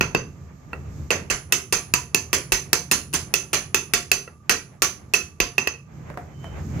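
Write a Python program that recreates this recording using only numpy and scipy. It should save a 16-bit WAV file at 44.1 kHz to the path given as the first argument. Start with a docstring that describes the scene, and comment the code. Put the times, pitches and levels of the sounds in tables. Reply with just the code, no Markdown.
"""A steel hammer drives a bearing into a spoked wheel hub: two duller blows with more thud, then brighter ones.
Cracks are coloured noise bursts with echoes and a hard-walled workshop's tail; steel rings as decaying sines.
Lesser contacts crack close to some blows, a drift clinks, low bumps of air sound and tools knock lightly.
Behind: street rumble, engine drone, wash and hiss of shaped noise, a faint whine and one thin, distant squeal."""
import sys
import numpy as np
from scipy import signal
from scipy.fft import rfft, irfft
from scipy.io import wavfile
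from scipy.ndimage import uniform_filter1d

SR = 44100
rng = np.random.default_rng(int(sys.argv[2]) if len(sys.argv) > 2 else 0)


def unload_audio(sound):
    """Save the sound as a 16-bit wav file, at the path given as the first command line argument."""
    columns = np.transpose(np.atleast_2d(sound))
    # keep every value between -1 and 1, then stretch to whole-number steps
    steps = np.round(np.clip(columns, -1, 1) * 32767)
    wavfile.write(sys.argv[1], SR, steps.astype(np.int16))


N = 299880
T = np.arange(int(.6 * SR)) / SR  # time axis of one short sound [s]


# hammer blows; crack, clatter and brightness are relative:
# (time [s], crack [dB], room clatter [dB], brightness [dB], hub ring [dB])
BLOWS = [(0.0095, 6.5, 0.5, -10, -27), (0.1482, 5.5, -2, -12.5, -27), (1.1054, 3.5, 5, -7, -26.5),
         (1.3003, -7.5, 4.5, -5, -32), (1.523, 5.5, 2, 1.5, -25.5), (1.725, 2.5, 4.5, -0.5, -32),
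         (1.9381, 6, -0.5, 1, -27), (2.146, 4.5, -3, 3, -25), (2.3301, 2.5, 4.5, -1, -33),
         (2.5205, 4.5, 4.5, -.5, -28.5), (2.7307, 9, 1.5, 1.5, -32), (2.9133, 2.5, 5.5, 0.5, -27.5),
         (3.1356, -14, 3, -1.5, -37), (3.3393, 3, -1.5, 3, -26.5), (3.531, -2.5, 7, -4, -35.5),
         (3.7449, 4.5, 0, 1, -27), (3.936, 6.5, 3.5, 0, -30), (4.1158, 5.5, -0.5, 2.5, -24.5),
         (4.4949, 8.5, 7.5, -4, -27), (4.8205, 6, 5, -0.5, -34), (5.137, 2.5, 3, -0.5, -20.5),
         (5.4021, 5, 1.5, -4, -26), (5.5809, 3, -3, -5.5, -22), (5.6732, 3.5, -8, -6, -28.5)]
# extra contacts close to a blow, before or after it: (time [s], relative level [dB])
EXTRA_CONTACTS = [(1.1205, -30), (3.1288, -18), (3.1403, -12.5), (3.5443, -6.5), (3.9675, -21),
                  (4.5095, -5), (4.5219, -8.5), (4.846, -9)]
# modes of hub, wheel, drift, drift overtones and hammer head; levels relative within a part, t60 before grip:
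# (frequency [Hz], level [dB], t60 [s], left minus right [dB])
HUB_MODES = [(2595, 0, .05, -10), (2645, 1, .035, -11), (2710, 0, .025, -11), (2800, -4, .025, -9)]
WHEEL_MODES = [(385, 0, .07, -2), (460, -5, .08, -2), (705, -18, .25, -1), (900, -6, .07, -1),
               (990, -4, .07, -1), (1147, -3, .07, -1), (1362, -3, .08, -3), (1750, -5, .06, -1),
               (1914, 1, .06, 0), (4370, -8, .05, -6), (4652, -5, .05, -5), (5043, -5, .06, -5)]
DRIFT_MODES = [(6138, 0, .22, -13), (6188, 0, .18, -16), (6165, 1, .09, -14)]
OVERTONE_MODES = [(10232, -2, .48, -5), (10322, 0, .55, -11), (10930, 5, .12, -5)]
HEAD_MODES = [(8730, -3, .05, 5), (8790, 1, .045, 8), (8900, -7, .04, 8), (9610, -10, .05, 7),
              (10090, -16, .1, 0), (14310, -9, .07, 1), (14630, -25, .12, 5), (14960, -26, .1, 0)]
# ring level against the blow: (base [dB], then slope per dB of crack, clatter, brightness [dB/dB])
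DRIFT_LAW = (-29.5, -0.05, .5, .5)
OVERTONE_LAW = (-43, -0.3, 1.21, 1.3)
HEAD_LAW = (-39, -0.2, 1.75, 2.13)
# extra bass; a firmly seating blow clatters little and thuds more: (base [dB], then the same slopes [dB/dB])
THUD_LAW = (-5, 0, -0.45, -0.27)
WHEEL_DB = -37.5
EARLY_UNTIL_S, EARLY_THUD_DB = 1, 6  # earlier blows have more thud
GRIP_DB_PER_S = 26  # extra damping by the hand on the drift


def hammering():
    """Each blow cracks and excites the modes of hub, wheel, drift and hammer head."""
    out = np.zeros((2, N))
    grip = amp(-GRIP_DB_PER_S * T)
    for time_s, crack_db, room_db, bright_db, hub_db in BLOWS:
        blow_db = crack_db, room_db, bright_db
        thud_db = follow(THUD_LAW, *blow_db) + EARLY_THUD_DB * (time_s < EARLY_UNTIL_S)
        wheel_db = (crack_db + room_db) / 2 + WHEEL_DB
        drift_db = follow(DRIFT_LAW, *blow_db)
        overtone_db = follow(OVERTONE_LAW, *blow_db)
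        head_db = follow(HEAD_LAW, *blow_db)
        sound = impact(crack_db, room_db, thud_db, bright_db)
        sound += ring(HUB_MODES, hub_db, wet_db=-8.5, vary_db=4, detune=.005)
        sound += ring(WHEEL_MODES, wheel_db, wet_db=-1, vary_db=5, detune=.0042)
        # slow rise: the drift's note swells after the crack
        sound += grip * ring(DRIFT_MODES, drift_db, wet_db=-7, vary_db=4, detune=.0007, rise_s=.03)
        sound += grip * ring(OVERTONE_MODES, overtone_db, wet_db=-2, vary_db=2.5, detune=.0001)
        sound += ring(HEAD_MODES, head_db, wet_db=-9, vary_db=1.5, detune=.0012)
        add(out, time_s - .0004, sound)
    for time_s, level_db in EXTRA_CONTACTS:
        add(out, time_s, impact(level_db, level_db - 8.0, thud_db=-1.5, bright_db=2.5))
    return out


# colour of the direct crack: (frequency [Hz], left [dB], right [dB])
CRACK_COLOUR = [(39.86, -3.5, -9.5), (162, 23, 1), (390, 19, 26.5), (640, 15.5, 7.5), (1190, 14, 2),
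                (1800, 18, 17), (3670, 7, 10.5), (4800, 13, 15), (7260, 10, 16), (7300, 11.5, 5),
                (10800, 6, -5.5), (12080, -8.5, 18.5), (14000, 10, -5), (15900, -33, -4)]
# colour of the room's answer: (frequency [Hz], left [dB], right [dB])
ROOM_COLOUR = [(59.7, 16, 14.5), (430, 15, 16), (835, 1.5, 7.5), (1200, 5, 14), (2700, 11.5, 13.5),
               (3930, 1.5, 6), (4280, 7, 13.5), (6600, -0.5, 16), (7350, -0.5, 16), (8070, -9, 0.5),
               (9700, -12.5, -10.5), (10300, -12, -5), (12600, -14.5, 2), (14550, -8, -10),
               (16000, -12, -9)]
# near walls and floor, before room colour: (delay [s], level [dB])
ECHOES = [(.0075, -40.5), (0.0119, -18.5), (.025, -15.5)]


def impact(crack_db, room_db, thud_db, bright_db):
    """Direct contact noise plus its early echoes and diffuse tail, each with its own colour."""
    crack, answer = contact(), room_tail()
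    for delay_s, echo_db in ECHOES:
        add(answer, delay_s, amp(echo_db) * crack)
    crack, answer = uneven(np.array([crack, answer]), depth_db=2.4)
    direct = amp(crack_db - 4.0) * colour(crack, CRACK_COLOUR, thud_db, bright_db)
    reflected = amp(room_db + 1.22) * colour(answer, ROOM_COLOUR, thud_db, bright_db)
    return direct + reflected


def contact(rise_s=0.00059, t60_s=0.019):
    """Steel chattering on steel: a noise burst of milliseconds with a partly flattened spectrum."""
    shape = (1 - np.exp(-(T / rise_s) ** 2)) * amp(-60 * T / t60_s)
    spectrum = rfft(noise_pair(mono_hz=1740) * shape)
    even = irfft(spectrum / (abs(spectrum) + 1e-12) ** .5, len(T))
    return unit(even * np.minimum(shape * 4, 1))


def uneven(x, depth_db, step_hz=260):
    """Where the hammer lands favours some bands and starves others: random minimum-phase filter."""
    hz = np.fft.rfftfreq(len(T), 1 / SR)
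    heights = rng.standard_normal(256)
    db = depth_db * np.interp(hz / step_hz, np.arange(len(heights)), heights)
    both_sides_db = np.r_[db, db[-2:0:-1]]
    causal = np.exp(np.conj(signal.hilbert(np.log(amp(both_sides_db)))))
    return unit(irfft(rfft(x) * causal[:len(hz)], len(T)))


def ring(modes, level_db, wet_db, vary_db, detune, rise_s=0.002):
    """Decaying sines of one part, direct and through the room; pitch, level and phase vary per strike."""
    sound = np.zeros((2, len(T)))
    variations = rng.standard_normal((len(modes), 3))
    for (hz, db, t60_s, balance_db), (pitch, level, phase) in zip(modes, variations):
        wave = np.sin(2 * np.pi * hz * (1 + detune * pitch) * T + phase)
        sound += sides(balance_db) * wave * amp(db + vary_db * level - 60 * T / t60_s)
    sound *= 1 - np.exp(-T / rise_s)
    wet = signal.fftconvolve(sound, room_tail(), axes=1)[:, :len(T)]
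    both = unit(sound) + amp(wet_db) * unit(wet)
    # level: mean power over 0.1 s
    return amp(level_db) * np.sqrt(SR / 10) * unit(both)


def room_tail(t60_s=0.26, bass_t60_s=0.35, build_s=0.0047):
    """Diffuse reflections build up and die away; the bass lasts longer."""
    noise = noise_pair(mono_hz=766)
    bass = signal.sosfiltfilt(signal.butter(2, 600, fs=SR, output="sos"), noise)
    tail = (noise - bass) * amp(-60 * T / t60_s) + 0.99 * bass * amp(-60 * T / bass_t60_s)
    return unit(tail * (1 - np.exp(-(T / build_s) ** 4)))


def follow(law, *driver_db):
    """A level linear in one or more driving levels."""
    return law[0] + np.dot(law[1:], driver_db)


# the drift is set down on the bearing: (time [s], relative level [dB])
SEATINGS = [(0.731, -9.5), (4.276, -19.5)]
# modes of the bearing under the drift, relative levels:
# (frequency [Hz], level [dB], t60 [s], left minus right [dB])
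BEARING_MODES = [(435, 1, 0.029, -1), (1360, 5.5, 0.027, -3), (1915, -7, 0.062, 3), (2660, 4.5, 0.034, -11),
                 (4350, -18.5, 0.04, -6)]


def seatings(clink_db=-29):
    """The drift meets the bearing: a dull touch and short, dry modes."""
    out = np.zeros((2, N))
    for time_s, level_db in SEATINGS:
        clink = ring(BEARING_MODES, level_db + clink_db, wet_db=-14, vary_db=1, detune=.003)
        add(out, time_s, touch(level_db) + clink)
    return out


# light knocks of the tools: (time [s], relative level [dB], nominal pitch [Hz])
KNOCKS = [(6.1, -14, 558), (6.141, -20, 537), (6.173, -7.5, 723), (6.442, -14.5, 664)]


def knocks(t60_s=0.083, tone_db=-35):
    """Tools put down: light, dull touches, each with one short decaying note."""
    out = np.zeros((2, N))
    for time_s, level_db, hz in KNOCKS:
        note = ring([(hz, 0, t60_s, 0)], level_db + tone_db, wet_db=0, vary_db=0, detune=.004)
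        add(out, time_s, note + touch(level_db))
    return out


# colour of a light knock: (frequency [Hz], left [dB], right [dB])
DULL_COLOUR = [(102, 11.5, 17.5), (450, 17.5, 18), (750, 9.5, 15), (1176, 11.5, 12.5), (2000, 7.5, 11.5),
               (3060, -6.5, -11), (5330, -14.5, -10), (14750, -21, -14.5)]


def touch(level_db, room=0.74, bright_db=-1.5):
    """A light, dull contact and the room's answer: one filtered noise burst and tail."""
    return amp(level_db) * colour(contact() + room * room_tail(), DULL_COLOUR, 0, bright_db)


# air pushed by the swing, catching the left microphone: (time [s], level before balance [dB])
PUFFS = [(1.31, -29), (2.519, -21.5), (4.499, -45), (5.405, -23)]


def puffs(hz=48, t60_s=0.17):
    """A soft, low bump of air: a decaying sine, mostly left."""
    out = np.zeros((2, N))
    for time_s, level_db in PUFFS:
        add(out, time_s, sides(12) * np.sin(2 * np.pi * hz * T) * amp(level_db - 60 * T / t60_s))
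    return out


def squeal(hz=3058, level_db=-48, peak_s=6.47, width_s=0.042, waver=.001, flutter_db=5.5):
    """A thin, distant squeal: one sine swells and fades, pitch and level wandering together."""
    t = np.arange(N) / SR
    wander = np.sqrt(N) * unit(uniform_filter1d(rng.standard_normal(N), size=1500))
    tone = np.sin(2 * np.pi * np.cumsum(hz * (1 + waver * wander)) / SR)
    return sides(-11) * tone * amp(level_db + flutter_db * wander) / np.cosh((t - peak_s) / width_s)


# relative level of the background: (time [s], level [dB])
BACKGROUND = [(0, 4.5), (0.601, -1.5), (.85, 5), (1, 8.5), (1.5, -2.5), (2.5, 0), (3.3, 0), (4.4, -7),
              (5.1, -2.5), (5.85, -6), (6.0, 2), (6.33, 1.5), (6.8, 15.5)]
# relative spectra of the street's layers: (frequency [Hz], level [dB])
RUMBLE_SPECTRUM = [(20, -34.5), (45, -23.5), (70, -8.5), (84, 0), (105, -7), (138, 1.5), (180, -7.5),
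                   (260, -16.5), (400, -20.5), (700, -42.5), (2000, -78)]
ENGINE_SPECTRUM = [(20, -28), (55, -16.5), (78, 2), (95, -8), (130, -35.5), (400, -68)]
WASH_SPECTRUM = [(100, 14), (350, 7.5), (600, 11), (950, 7), (1170, 4), (1400, 3), (2300, 0.5), (3200, -10),
                 (8000, -38.5)]
WHINE_SPECTRUM = [(900, -51), (1110, -22), (1165, 1), (1220, -4), (1500, -55)]
HISS_SPECTRUM = [(1000, 5.5), (3000, -3), (5000, 3), (6700, 9), (7600, 5), (8600, -14), (10500, -15),
                 (12300, 0.5), (15000, -20), (16500, -13.5)]
# layer level against the background curve: (level at 0 dB on the curve [dB], slope [dB/dB])
RUMBLE_LAW = (-42, .85)
WASH_LAW = (-55, 1.1)
HISS_LAW = (-63, 0.85)
ENGINE_LAW = (-50.5, 1.5)


def street():
    """Rumble, drone, wash and hiss follow one level curve; a faint whine does not."""
    curve_db = np.interp(np.arange(N) / SR, *np.transpose(BACKGROUND))
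    rumble_db = follow(RUMBLE_LAW, curve_db)
    wash_db = follow(WASH_LAW, curve_db)
    hiss_db = follow(HISS_LAW, curve_db)
    engine_db = follow(ENGINE_LAW, curve_db)
    rumble = steady(RUMBLE_SPECTRUM, rumble_db, alike=0.96, balance_db=-3.0, swell_db=1.5)
    engine = steady(ENGINE_SPECTRUM, engine_db, alike=1.0, balance_db=3.5, swell_db=-2.0)
    wash = steady(WASH_SPECTRUM, wash_db, alike=0.15, balance_db=-3.5, swell_db=3.9)
    whine = steady(WHINE_SPECTRUM, -65, alike=.3, balance_db=-3, swell_db=2)
    hiss = steady(HISS_SPECTRUM, hiss_db, alike=.1, balance_db=-10, swell_db=1)
    return rumble + engine + wash + whine + hiss


def steady(spectrum, level_db, alike, balance_db, swell_db, swell_hz=9):
    """Coloured noise, partly shared by both channels, follows a level and swells at random."""
    hz = np.fft.rfftfreq(N, 1 / SR)
    left, right, shared, slow = rfft(rng.standard_normal((4, N)))
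    pair = np.sqrt(1 - alike) * np.array([left, right]) + np.sqrt(alike) * shared
    swell = np.sqrt(N) * unit(irfft(slow * (hz < swell_hz), N))
    noise = np.sqrt(N) * unit(irfft(pair * amp(read(spectrum, hz)), N))
    return noise * sides(balance_db) * amp(level_db + swell_db * swell)


def noise_pair(mono_hz):
    """White noise at two microphones, alike in the bass."""
    a, b = rfft(rng.standard_normal((2, len(T))))
    same = 1 / (1 + (np.fft.rfftfreq(len(T), 1 / SR) / mono_hz) ** 2)
    return irfft(np.array([a, same * a + np.sqrt(1 - same ** 2) * b]), len(T))


def colour(x, table, thud_db, bright_db, size=4096):
    """Minimum-phase filter for each channel, with a bass and a treble shelf."""
    hz = np.abs(np.fft.fftfreq(size, 1 / SR))
    db = np.array([read(table, hz, axis=1), read(table, hz, axis=2)])
    bass_shelf = 1 / (1 + (hz / 700) ** 4)
    treble_shelf = 1 - 1 / (1 + (hz / 3300) ** 4)
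    db = db + thud_db * bass_shelf + bright_db * treble_shelf
    taps = np.fft.ifft(np.exp(np.conj(signal.hilbert(np.log(amp(db)))))).real
    return signal.fftconvolve(x, taps, axes=1)[:, :len(T)]


def read(points, hz, axis=1):
    """One column of a spectrum, interpolated on a log-frequency axis."""
    table = np.transpose(points)
    return np.interp(np.log(hz + 1), np.log(table[0]), table[axis])


def amp(db):
    """Decibels to gain."""
    return 10 ** (np.asarray(db) / 20)


def unit(x):
    """Scales to a mean energy of one per channel."""
    return x / np.sqrt(np.mean(np.sum(x ** 2, axis=-1)) + 1e-20)


def sides(balance_db):
    """Left and right gains of mean power one."""
    return np.sqrt(2) * unit(amp([balance_db, 0]))[:, None]


def add(mix, time_s, sound):
    """Mixes a sound in, in place, at a time."""
    part = mix[:, max(round(time_s * SR), 0):][:, :sound.shape[1]]
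    part += sound[:, :part.shape[1]]


def scene():
    """Hammering and tools in front of the street's noise."""
    return hammering() + seatings() + knocks() + puffs() + street() + squeal()


EDGE_HZ = 16000


def record(dry):
    """Microphones shed the lowest bass, the loudest peaks clip, then a lowpass limits the band."""
    lean = signal.sosfilt(signal.butter(2, 36, "highpass", fs=SR, output="sos"), dry)
    lowpass = signal.firwin(127, EDGE_HZ, window=("kaiser", 9), fs=SR)
    return signal.oaconvolve(np.clip(lean, -1, 1), lowpass[None], "same")


dry = scene()
out = record(dry)
unload_audio(out)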